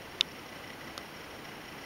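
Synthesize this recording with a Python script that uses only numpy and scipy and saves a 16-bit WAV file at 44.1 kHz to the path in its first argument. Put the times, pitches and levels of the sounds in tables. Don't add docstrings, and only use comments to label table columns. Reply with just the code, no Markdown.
import sys
import numpy as np
from scipy import signal
from scipy.io import wavfile
from scipy.ndimage import uniform_filter1d

SR = 44100
rng = np.random.default_rng(int(sys.argv[2]) if len(sys.argv) > 2 else 0)


def generate_wav(signal):
    frames = np.transpose(np.atleast_2d(signal))
    scaled = np.clip(frames, -1, 1) * 32767
    pcm = np.round(scaled).astype(np.int16)
    wavfile.write(sys.argv[1], SR, pcm)


def elevation(decibels):
    levels = np.asarray(decibels, float)
    return 10 ** (levels / 20)


N = 81585

# pitch_hz, density_db (per Hz)
RUMBLE_SPECTRUM = [(20, -28), (60, -4), (300, 0), (800, -4.5), (3100, -10.5), (3600, -17), (5000, -18.5),
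                   (6200, -22.5)]
# pitch_hz, density_db (per Hz)
HISS_SPECTRUM = [(5000, -16), (9000, 6.5), (12500, -4), (15600, 4.5)]

# centre_s, high_ring_db, low_ring_db
CHATTER_BURSTS = [(0.02, -56.5, -51), (0.058, -57.5, -52.5), (0.121, -56, -54), (0.153, -60.0, -59),
                  (0.287, -53, -55), (0.317, -51, -58), (0.359, -56, -54), (0.392, -51.5, -65),
                  (0.422, -61, -56), (0.465, -56, -61), (0.491, -52.5, -53), (0.531, -56, -46.5),
                  (0.565, -54, -52), (0.59, -61, -57), (0.644, -56, -45), (0.679, -52.5, -50),
                  (0.703, -55, -43.5), (0.737, -55, -48), (0.815, -55, -45), (0.844, -56, -53),
                  (0.879, -53, -48.5), (0.905, -55, -54), (0.933, -68, -66.0),
                  (1.014, -55, -51.5), (1.062, -51, -52), (1.11, -66.0, -63), (1.145, -57, -51),
                (1.169, -51.5, -62), (1.21, -55, -50.5), (1.244, -53.5, -51), (1.31, -53.5, -52),
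                (1.362, -55, -58), (1.392, -58, -54), (1.454, -51.5, -45), (1.49, -53, -52),
                (1.521, -57, -47.5), (1.557, -54.5, -52.0), (1.58, -73, -66), (1.616, -55, -54),
                (1.655, -54, -50), (1.688, -51, -49.5), (1.723, -56, -57.0), (1.751, -60, -73),
                (1.787, -54.5, -49), (1.842, -52, -48),
                  (0.106, -59, -67), (0.188, -62, -51), (.245, -61, -60), (.272, -62, -61), (.628, -60, -61),
                (.797, -59, -67), (.992, -61, -51), (1.033, -60, -50), (1.09, -61, -56), (1.345, -56, -56),
                (1.82, -53, -57)]
# pitch_hz, width_hz, level_db
HIGH_RINGS = [(5340, 200, -9), (5540, 170, -2)]
# pitch_hz, width_hz, level_db
LOW_RINGS = [(2000, 83, -0.1), (2290, 220, -8.5)]
# pitch_hz, width_hz, level_db
SIDE_RINGS = [(2960, 490, -61), (4130, 160, -70.5)]

# pitch_hz, level_db (rms)
WHINES = [(1535.5, -68), (1669, -74), (2160, -72), (6480, -78), (8099, -81), (9719.4, -80), (10440, -86),
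          (11879.3, -84), (12959.2, -71), (14039, -89), (15734.3, -82)]

# pitch_hz, level_db, t60_s, side
STOP_MODES = [(810, -28, 0.0032, -1), (1480, -29.5, .018, 1), (2475, -14, .005, 1), (3056, -15.5, .04, -1),
              (3555, -4, 0.011, -1), (3870, -4.5, 0.0034, 1), (5000, -15.5, 0.0074, 1),
              (6600, -26.5, .008, -1), (7320, -22.5, 0.0038, -1)]
# pitch_hz, level_db, t60_s, side
CRACK_MODES = [(8600, -36, .005, -1), (9570, -38, .007, -1), (10600, -41, 0.008, -1), (11300, -48, .004, 1),
               (12850, -45, .007, -1), (14300, -39, .006, 1), (15400, -41, .004, -1)]
# pitch_hz, level_db, t60_s, side
LATE_RING_MODES = [(2880, -27, .012, -1), (3470, -36, 0.03, 1)]
# pitch_hz, level_db, t60_s, side
RETURN_MODES = [(440, -26, 0.0088, -1), (820, -36, .008, 1), (1275, -21, 0.012, 1), (2100, -45, 0.026, -1),
                (3100, -16.5, 0.0041, -1), (3650, -33, 0.037, 1), (4420, -12.5, 0.0033, -1),
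                (5100, -26, 0.012, -1), (6560, -18, 0.0032, 1)]
# pitch_hz, level_db, t60_s, side
TICK_MODES = [(9200, -37.5, 0.017, 1), (10000, -38, 0.011, -1), (10500, -34, 0.0054, -1),
              (11400, -42, .005, 1), (14000, -39, .008, 1), (5500, -35, 0.015, 1), (8500, -46, .02, 1),
              (15000, -45, .005, 1), (16000, -52, .004, 1)]


def read(points, hz):
    f, value = np.transpose(points)
    return np.interp(np.log(hz + 1), np.log(f + 1), value)


def evened(x):
    return x / np.sqrt(np.mean(x ** 2) + 1e-20)


def air(spectrum, level_db, patch_db, swell_db):
    frames = N // 256 + 5
    hz = np.fft.rfftfreq(1024, 1 / SR)
    real, imaginary, patches = rng.standard_normal((frames, 513, 3)).T
    patches = uniform_filter1d(patches, size=10, axis=0)
    patches = evened(uniform_filter1d(patches, size=10, axis=1))
    swell = evened(uniform_filter1d(rng.standard_normal(frames), size=12))
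    level = read(spectrum, hz)[:, None] + patch_db * patches + swell_db * swell
    spectra = (real + 1j * imaginary) * elevation(level)
    noise = signal.istft(spectra, nperseg=1024, noverlap=768)[1][:N]
    return elevation(level_db) * evened(noise)


def room_rumble():
    return air([*RUMBLE_SPECTRUM, (16000, -33)], level_db=-46, patch_db=0.49, swell_db=0.5)


def preamp_hiss():
    return air([(1000, -42), *HISS_SPECTRUM], level_db=-62, patch_db=0.69, swell_db=0.26)


def resonate(x, hz, width_hz):
    turn = np.exp(2j * np.pi * hz * np.arange(len(x)) / SR)
    r = np.exp(-np.pi * width_hz / SR)
    return (turn * signal.lfilter([1], [1, -2 * r, r * r], x / turn)).real


def rung_case(taps, burst, hz, width_hz, db):
    even_s = 0.014
    x = evened(resonate(taps, hz, width_hz))
    power = abs(uniform_filter1d(x ** 2, size=int(even_s * SR)))
    return elevation(db) * burst * x / np.sqrt(power + 0.12)


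def chatter():
    burst_s, taps_per_s, tap_spread_db = 0.0055, 4500, 2.0
    low_shorter = 0.81
    high_rest_db, low_rest_db = -70.5, -66
    centre_s, high_db, low_db = np.transpose(CHATTER_BURSTS)
    shape = np.exp(-0.5 * ((np.arange(N)[:, None] / SR - centre_s) / burst_s) ** 2)

    taps = rng.standard_normal(N) * (rng.random(N) < taps_per_s / SR)
    taps = taps * elevation(tap_spread_db * np.minimum(rng.exponential(1, N), 4))

    high = elevation(high_rest_db) + shape @ elevation(high_db)
    low = elevation(low_rest_db) + shape ** (1 / low_shorter ** 2) @ elevation(low_db)
    both = evened(evened(high) + evened(low))
    total = np.zeros(N)
    for burst, rings in [(high, HIGH_RINGS), (low, LOW_RINGS), (both, SIDE_RINGS)]:
        for hz, width_hz, db in rings:
            total += rung_case(taps, burst, hz, width_hz, db)
    return total


def whines():
    t = np.arange(N) / SR
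    total = np.zeros(N)
    for hz, db in WHINES:
        total += np.sqrt(2) * elevation(db) * np.sin(2 * np.pi * (hz * t + rng.random()))
    return total


def ring(start_s, rise_s, damp_s, modes):
    t = np.clip(np.arange(N) / SR - start_s, 0, 0.2)
    swing = np.zeros(N)
    for hz, db, t60_s, side in modes:
        swing += np.sign(side) * elevation(db - 60 * t / t60_s) * np.sin(2 * np.pi * hz * t)
    return (1 - np.exp(-t / rise_s)) * np.exp(-(t / damp_s) ** 2) * swing


def arm_stop():
    stop_s = 0.209675
    click = ring(stop_s, rise_s=0.00002, damp_s=0.0026, modes=[*STOP_MODES, *CRACK_MODES])
    late_ring = ring(stop_s, rise_s=0.002, damp_s=0.05, modes=LATE_RING_MODES)
    return click + late_ring


def arm_return():
    knock = ring(0.97814, rise_s=0.0009, damp_s=0.0047, modes=RETURN_MODES)
    tick = ring(0.9788, rise_s=0.00049, damp_s=0.0022, modes=TICK_MODES)
    return knock + tick


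def scene():
    steady = room_rumble() + preamp_hiss() + chatter() + whines()
    edge = signal.firwin(1023, 15760, window=("kaiser", 7), fs=SR)
    steady = signal.oaconvolve(steady, edge, "same")
    return (steady + arm_stop() + arm_return())[None]


def band_limit(x):
    return signal.sosfilt(signal.butter(12, 16820, fs=SR, output="sos"), x)


def record(dry):
    notch_hz, width_hz = 7875, 1730
    b, a = signal.iirnotch(notch_hz, notch_hz / width_hz, SR)
    mix = signal.lfilter(b, a, dry)
    return band_limit(mix)


dry = scene()
out = record(dry)
generate_wav(out)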